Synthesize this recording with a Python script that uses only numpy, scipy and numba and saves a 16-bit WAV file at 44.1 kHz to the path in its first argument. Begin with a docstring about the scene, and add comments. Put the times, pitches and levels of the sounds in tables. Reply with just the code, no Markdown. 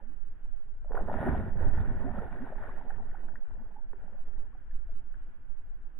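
"""A hooked fish thrashes in a canal, heard from a camera in a waterproof case that muffles it and rings.
First come faint open air, the hum of the case, a light wind buffeting it and a few soft plops.
From about 0.9 s tail slaps and plunges throw up clouds of ringing bubbles and spray.
After 2 s the lunges weaken; drops fall back and single bubbles plop as the water settles,
and two last gusts press on the case."""
import sys
import numpy as np
from scipy import signal
from scipy.fft import rfft, irfft
from scipy.io import wavfile
from scipy.ndimage import uniform_filter1d
from numba import njit

SR = 44100
rng = np.random.default_rng(int(sys.argv[2]) if len(sys.argv) > 2 else 0)


def digitize_waveform(pressure):
    """Quantize a signal to 16-bit integers and store it at the path in sys.argv[1].

    Rows of a 2-D input are taken as channels; values are limited to [-1, 1].
    """
    field = np.atleast_2d(pressure).T
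    bounded = np.clip(field, -1, 1)
    quanta = np.round(bounded * 32767).astype(np.int16)
    wavfile.write(sys.argv[1], SR, quanta)


N = 264159
TIME = np.arange(N) / SR
FREQS = np.maximum(np.arange(N + 1) * SR / (2 * N), 1)


def undb(db):
    """Decibels to gain."""
    return 10 ** (np.asarray(db) / 20)


def eq_curve(points):
    """Level in dB at every frequency, straight between the points on a log axis."""
    hz, db = np.transpose(points)
    return np.interp(np.log(FREQS), np.log(hz), db)


def colour(x, db):
    """Minimum-phase EQ with the given level at every frequency."""
    cepstrum = irfft(np.log(undb(db)))
    cepstrum[1:N] *= 2
    cepstrum[N + 1:] = 0
    return irfft(rfft(x, 2 * N) * np.exp(rfft(cepstrum)))[..., :N]


def waver(rate):
    """Smooth random modulation of unit spread, with rate new values a second."""
    hold = int(SR / rate)
    steps = np.repeat(rng.standard_normal(N // hold + 1), hold)
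    slewed = uniform_filter1d(uniform_filter1d(steps, hold), hold)[:N]
    return slewed / slewed.std()


def envelope(start, length, rise_db_per_s, fall_db_per_s):
    """Attack, hold and release, in dB below the top."""
    attack = rise_db_per_s * np.maximum(start - TIME, 0)
    release = fall_db_per_s * np.maximum(TIME - start - length, 0)
    return -attack - release


def stereo_noise(likeness):
    """White noise, partly shared by the two microphone ports."""
    shared = rng.standard_normal(N)
    return np.sqrt(likeness) * shared + np.sqrt(1 - likeness) * rng.standard_normal((2, N))


def air():
    """A faint, wide bed of open-air hush that wavers a little."""
    # tone of quiet open air: (frequency [Hz], level [dB])
    spectrum = [(30, 20), (60, 2.5), (120, 9), (190, 11), (300, 9), (450, 1.5), (900, 1.5), (1200, -2),
                (1550, 5), (2100, -8.5), (3100, -15), (4200, -35), (13500, -36.5), (16000, -51.5)]
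    hush = colour(stereo_noise(likeness=0.049), eq_curve(spectrum))
    return hush / hush.std() * undb(-64 + 1.1 * waver(rate=11))


def hum(hz=188, width_hz=30, level_db=-66):
    """The low resonance of the case hums, pushing on one port as it pulls on the other."""
    band_db = -10 * np.log10(1 + (2 * (FREQS - hz) / width_hz) ** 4)
    drone = colour(rng.standard_normal(N), band_db)
    return drone / drone.std() * undb(level_db) * np.array([[1], [-1]])


def wind(left_db=-5.5):
    """A breeze and a few gusts press slowly on the case, harder at the right port."""
    # tone of the buffeting: (frequency [Hz], level [dB])
    spectrum = [(1, -19), (4, 6.5), (14, -1.5), (19, -2), (27, -25), (36, -26.5), (45, -18), (60, -31.5),
                (90, -43.5), (140, -57), (300, -103.5)]
    # the breeze, then the gusts: (start [s], length [s], level on the right [dB])
    gusts = [(0.176, 5.63, -31), (1.0, 0.048, -22), (1.708, 0.2, -21), (4.79, 0.18, -25.5),
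             (5.46, 0.18, -29)]
    buffet = colour(stereo_noise(likeness=0.26), eq_curve(spectrum))
    buffet /= buffet.std(axis=1, keepdims=True)
    swells_db = [db + envelope(start, length, rise_db_per_s=40, fall_db_per_s=54.5)
                 for start, length, db in gusts]
    return buffet * undb(np.max(swells_db, axis=0)) * undb([[left_db], [0]])


@njit
def ring(start, gain, hz, glide, life, swell, skew):
    """Each bubble swells, rings down and glides by a pitch ratio; skew shifts its phase at each port."""
    out = np.zeros((2, N))
    for k in range(len(start)):
        first, phase = max(int(start[k] * SR), 0), 0.
        for i in range(min(int(life[k] * (2 - swell[k]) * SR), N - first)):
            age = i / (life[k] * SR)
            if age < swell[k]:
                level = np.sin(np.pi / 2 * age / swell[k])
            else:
                level = np.exp(-3 * (age - swell[k]) / (1 - swell[k]))
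            phase += 2 * np.pi * hz[k] * glide[k] ** min(age, 1.2) / SR
            out[0, first + i] += gain[k] * level * np.sin(phase + skew[k])
            out[1, first + i] += gain[k] * level * np.sin(phase - skew[k])
    return out


def plops():
    """Single bubbles chirp, most rising as they near the surface; moving water wobbles their level."""
    # single bubbles: (time [s], level [dB], start pitch [Hz], pitch after one life [Hz], life [s])
    bubbles = [(0, -53, 862, 805, 0.027), (0, -59, 489, 695, 0.072), (.015, -52.5, 173, 339, .135),
               (.535, -59.5, 675, 700, .025), (0.854, -49.5, 556, 667, .027),
               (.974, -28, 1384, 1380, 0.012), (1.225, -37, 292, 398, 0.048),
               (1.256, -29.5, 226, 310, 0.078), (1.263, -27.5, 334, 415, 0.021),
               (1.604, -36, 482, 498, 0.045), (1.803, -32.5, 3170, 4260, 0.01),
               (2.036, -29.5, 247, 305, .06), (2.075, -38.5, 702, 773, 0.038),
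               (2.178, -30.5, 197, 244, 0.019), (2.185, -34, 1280, 1420, 0.017),
               (2.394, -33, 199.4, 337, 0.07), (2.582, -42.5, 823, 960, 0.024),
               (2.62, -37, 785, 1660, .011), (2.69, -35, 1030, 1330, 0.016), (2.893, -42, 702, 960, .037),
               (3.141, -44.5, 640, 1040, 0.013), (3.151, -41.5, 984, 1830, 0.0075),
               (3.354, -36.5, 1000, 2500, 0.0056), (3.586, -48.5, 207, 278, 0.073),
               (3.758, -47.5, 840, 848, .04), (3.783, -47.5, 876, 930, 0.024),
               (3.933, -43.5, 400, 377, 0.023), (3.957, -55, 390, 433, 0.052),
               (4.033, -51, 179, 193, 0.097), (4.113, -52, 183, 235, 0.053), (4.139, -53, 550, 600, .032),
               (4.528, -49.5, 1128, 1160, 0.026), (4.549, -51, 786, 710, 0.023),
               (4.707, -52.5, 1710, 1820, 0.019), (4.886, -56, 590, 760, 0.026)]
    start, db, hz, end_hz, life = np.transpose(bubbles)
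    glide = end_hz / hz
    swell = np.clip(.16 + .66 * np.log2(glide), .1, .85)  # share of life: longer for a bigger climb
    chirps = ring(start, undb(db), hz, glide, life, swell, np.zeros(len(start)))
    return chirps * undb(1.8 * waver(rate=220) - 1.2)


def thrashing(rise_db_per_s=800):
    """Levels in dB of plunge, splash and spray: each lunge hits fast, holds and dies away."""
    # lunges of the fish: (start [s], length [s], plunge [dB], splash [dB], spray [dB])
    lunges = [(0, 0.024, -63.5, -70, -68), (0.899, 0.033, -66.5, -50.5, -67),
              (0.949, 0.042, -60.5, -40, -49), (1.005, 0.075, -42.5, -49, -60),
              (1.074, .05, -42.5, -42.5, -50), (1.128, .06, -37.5, -42, -41.5),
              (1.201, 0.044, -35, -38.5, -38.5), (1.261, 0.041, -28.5, -36, -38.5),
              (1.352, 0.038, -33, -43, -43.5), (1.403, 0.077, -36, -48.5, -50),
              (1.55, 0.026, -33, -58.5, -59), (1.595, 0.069, -35.5, -45, -47),
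              (1.734, .075, -33.5, -49.5, -47), (1.84, 0.09, -35, -47.5, -50.5),
              (1.988, 0.11, -40.5, -47, -50.5), (2.138, 0.059, -43, -49.5, -51.5),
              (2.217, 0.017, -46, -45.5, -49), (2.303, 0.09, -48.5, -56, -56),
              (2.444, .03, -52.5, -54, -50.5), (2.622, 0.043, -60, -48.5, -53),
              (2.924, 0.087, -53, -57, -75), (3.495, 0.2, -66.5, -67, -76.5),
              (3.983, 0.22, -70, -64.5, -67), (4.256, 0.2, -65.5, -66, -67.5)]
    falls_db_per_s = 169.5, 118, 100.5  # plunge, splash, spray
    curves = []
    for k, fall in enumerate(falls_db_per_s):
        hits = [db[k] + envelope(start, length, rise_db_per_s, fall) for start, length, *db in lunges]
        curves.append(np.max(hits, axis=0))
    return curves


def stirred(lunge_db, response):
    """Level in dB of one bubble size: the lunges, the sloshing wash they leave, and calm water."""
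    # broken water washing about before it settles: (start [s], length [s])
    wash_span = (1.177, 1.667)
    trim_db, wash_db, settling_db_per_s, calm_db = response
    contour_db = envelope(*wash_span, rise_db_per_s=299, fall_db_per_s=settling_db_per_s)
    slosh_db = 2 * waver(rate=18)
    wash = undb(wash_db + contour_db + slosh_db)
    return 10 * np.log10(undb(lunge_db + trim_db) ** 2 + wash ** 2 + undb(calm_db) ** 2)


def cloud(curve_db, band_hz, cycles, glide, scatter_db, skew, sparse_db, tries):
    """Bubbles born at random under a level curve; calmer water makes fewer of them."""
    when, pitch, lot, length, climb, heft, side = rng.random((tries, 7)).T
    low_hz, high_hz = band_hz
    start = when * N / SR
    hz = low_hz * (high_hz / low_hz) ** pitch
    life = cycles * 2 ** (2 * length - 1) / hz
    db = np.interp(start, TIME, curve_db)
    birth_chance = np.clip(10 ** ((db - np.max(curve_db)) / sparse_db), .02, 1)
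    weight = undb(scatter_db * heft ** 2)
    # together they carry the power that the curve gives
    power = np.mean(weight ** 2) * birth_chance * tries * SR / N * life / 10
    gain = weight * undb(db) / np.sqrt(power)
    swell = np.full(tries, .15)
    columns = start, gain, hz, 1 + glide * climb ** 2, life, swell, skew * (2 * side - 1)
    return ring(*(column[lot < birth_chance] for column in columns))


def crackle(gain, ticks_per_s, scatter_db):
    """Tiny droplets tick on the surface, each panned at random."""
    lot, heft, pan = rng.random((3, N))
    ticks = (lot < ticks_per_s / SR) * undb(scatter_db * heft ** 3)
    return gain * ticks / ticks.std() * np.sqrt(2 * np.array([pan, 1 - pan]))


def churn():
    """The fish beats air into the water: plunges open cavities, splashes make small bubbles and spray."""
    # how each bubble size responds: (lunge trim [dB], wash [dB], settling [dB/s], calm water [dB])
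    cavity_response = (-0.5, -57, 27, -84)
    big_response = (-1.5, -55.5, 14.5, -77)
    small_response = (-1, -54, 17.5, -78)
    spray_response = (0, -53.5, 19, -80)
    plunge_db, splash_db, spray_db = thrashing()
    drops_db = stirred(spray_db, spray_response)
    cavities = cloud(stirred(plunge_db, cavity_response), band_hz=(46, 135), cycles=3.4,
                     glide=0.033, scatter_db=7, skew=0.14, sparse_db=72, tries=1800)
    # big bubbles come from splash and plunge alike
    big = cloud(stirred((splash_db + plunge_db) / 2, big_response), band_hz=(171.5, 360.6), cycles=7.4,
                glide=0.54, scatter_db=3.5, skew=0.047, sparse_db=56, tries=2600)
    small = cloud(stirred(splash_db, small_response), band_hz=(366, 1170), cycles=5.44,
                  glide=0.33, scatter_db=5.5, skew=0.53, sparse_db=44, tries=9000)
    drops = cloud(drops_db, band_hz=(1141, 4200), cycles=8,
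                  glide=0.23, scatter_db=9, skew=1, sparse_db=38.5, tries=16000)
    mist = crackle(undb(drops_db + 1.5 * waver(rate=45)), ticks_per_s=1100, scatter_db=11)
    return cavities + big + small + undb(0.5) * drops + undb(2.5) * mist


def slaps():
    """A slap smacks the surface, traps a pocket of air that rings briefly, and flings droplets."""
    # slaps of tail and falling water: (time [s], level [dB], pocket pitch [Hz], ring length [cycles])
    hits = [(.457, -54, 960, 5.6), (0.846, -43.5, 700, 4.2), (.909, -30.5, 469, 6.5),
            (0.919, -30.5, 1020, 3.6), (.933, -33, 712, 2.1), (.945, -27, 480, 5.2),
            (0.952, -27, 1500, 3.2), (.970, -24, 1145, 8), (0.99, -28, 698, 4.5), (1.085, -27.5, 620, 5),
            (1.097, -25.5, 864, 6.3), (1.115, -24, 612, 4), (1.141, -22.5, 650, 3.6),
            (1.189, -25.5, 637, 5), (1.229, -23.5, 581, 2), (1.275, -23.5, 660, 6.2),
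            (1.287, -24.5, 1490, 4.3), (1.350, -26.5, 753, 8.2), (1.634, -33.5, 998, 2),
            (2.062, -36.5, 687, 12.4), (2.175, -37, 538, 8), (2.220, -30.5, 448, 6.8),
            (2.230, -36, 844, 14), (2.328, -28, 1395, 2.2), (2.523, -34.5, 600, 9), (2.556, -38, 1106, 4.6),
            (2.905, -31, 1650, 7.2), (2.997, -48, 790, 19), (3.089, -51, 760, 8), (3.285, -40, 1550, 7.7),
            (3.357, -39, 1906, 6), (3.509, -46, 1020, 4.9), (3.932, -37.5, 1074, 3.6),
            (4.038, -49.5, 620, 10.5), (4.078, -48, 810, 8), (5.142, -44, 1600, 12)]
    start, db, hz, cycles = np.transpose(hits)
    ones, centred = np.ones(len(start)), np.zeros(len(start))
    pockets = ring(start, undb(db), hz, glide=ones, life=cycles / hz, swell=0.12 * ones, skew=centred)
    smacks = ring(start, undb(db - 5), 1.47 * hz, glide=ones, life=2 / hz, swell=0.27 * ones, skew=centred)
    flung = undb(db - 16.5) * (hz / np.mean(hz)) ** 0.65  # sharper, higher slaps throw more spray
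    return pockets + smacks + spatter(start, flung)


def spatter(start, gain, fade_s=.006):
    """Flung droplets: a short burst of ticks at each slap."""
    blows = np.bincount((start * SR).astype(int), gain, N)
    bursts = signal.lfilter([1], [1, -np.exp(-1 / (fade_s * SR))], blows)
    return crackle(bursts, ticks_per_s=3000, scatter_db=9)


def through_case(water):
    """The case dulls the water and rings differently at each port."""
    # what the wall lets through: (frequency [Hz], gain [dB])
    wall = [(40, -0.5), (250, 1), (480, -3), (600, 0), (900, .5), (1150, -10), (1850, -4), (2100, -16),
            (2650, -23.5), (3700, -30), (4500, -54), (7000, -54), (15000, -77.5)]
    # resonances and notches of the case: (frequency [Hz], width [Hz], left [dB], right [dB])
    modes = [(108, 360, -5, 5), (132, 30, -2, -10), (282, 45, 2, -2), (329.7, 62.4, -1, -20),
             (377, 35, 4.5, 5), (1463, 200, 6.5, 6)]
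    # panel resonances that delay the sound at the right port: (frequency [Hz], width [Hz])
    panels = [(1600, 34), (2040, 87), (2620, 42)]
    ports = []
    for k, side in enumerate(water):
        modes_db = sum(db[k] / (1 + (2 * (FREQS - hz) / width) ** 2) for hz, width, *db in modes)
        ports.append(colour(side, eq_curve(wall) + modes_db))
    left, right = ports
    for hz, width in panels:
        radius = np.exp(-np.pi * width / SR)
        poles = np.array([1, -2 * radius * np.cos(2 * np.pi * hz / SR), radius ** 2])
        right = signal.lfilter(poles[::-1], poles, right)  # all-pass
    return np.array([left, right])


def scene():
    """Water heard through the case, over a bed of wind, air and hum."""
    return through_case(churn() + slaps() + plops()) + wind() + air() + hum()


def record(dry, mirror_hz=12000, top_hz=14600):
    """The camera's resampler mirrors the upper mids faintly into the treble; then the top is cut."""
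    # tone of the mirror image: (frequency [Hz], gain [dB])
    image_eq = [(4500, -26.5), (7500, -8.5), (8500, 3.5), (10500, -1.5), (13500, -5.0), (15000, -10.5)]
    upper_mids = signal.lfilter([1, -2, 1], [1], dry)
    image = colour(upper_mids * np.cos(2 * np.pi * mirror_hz * TIME), eq_curve(image_eq))
    high_cut = signal.ellip(8, .2, 70, top_hz, fs=SR, output="sos")
    return signal.sosfilt(high_cut, dry + image)


dry = scene()
out = record(dry)
digitize_waveform(out)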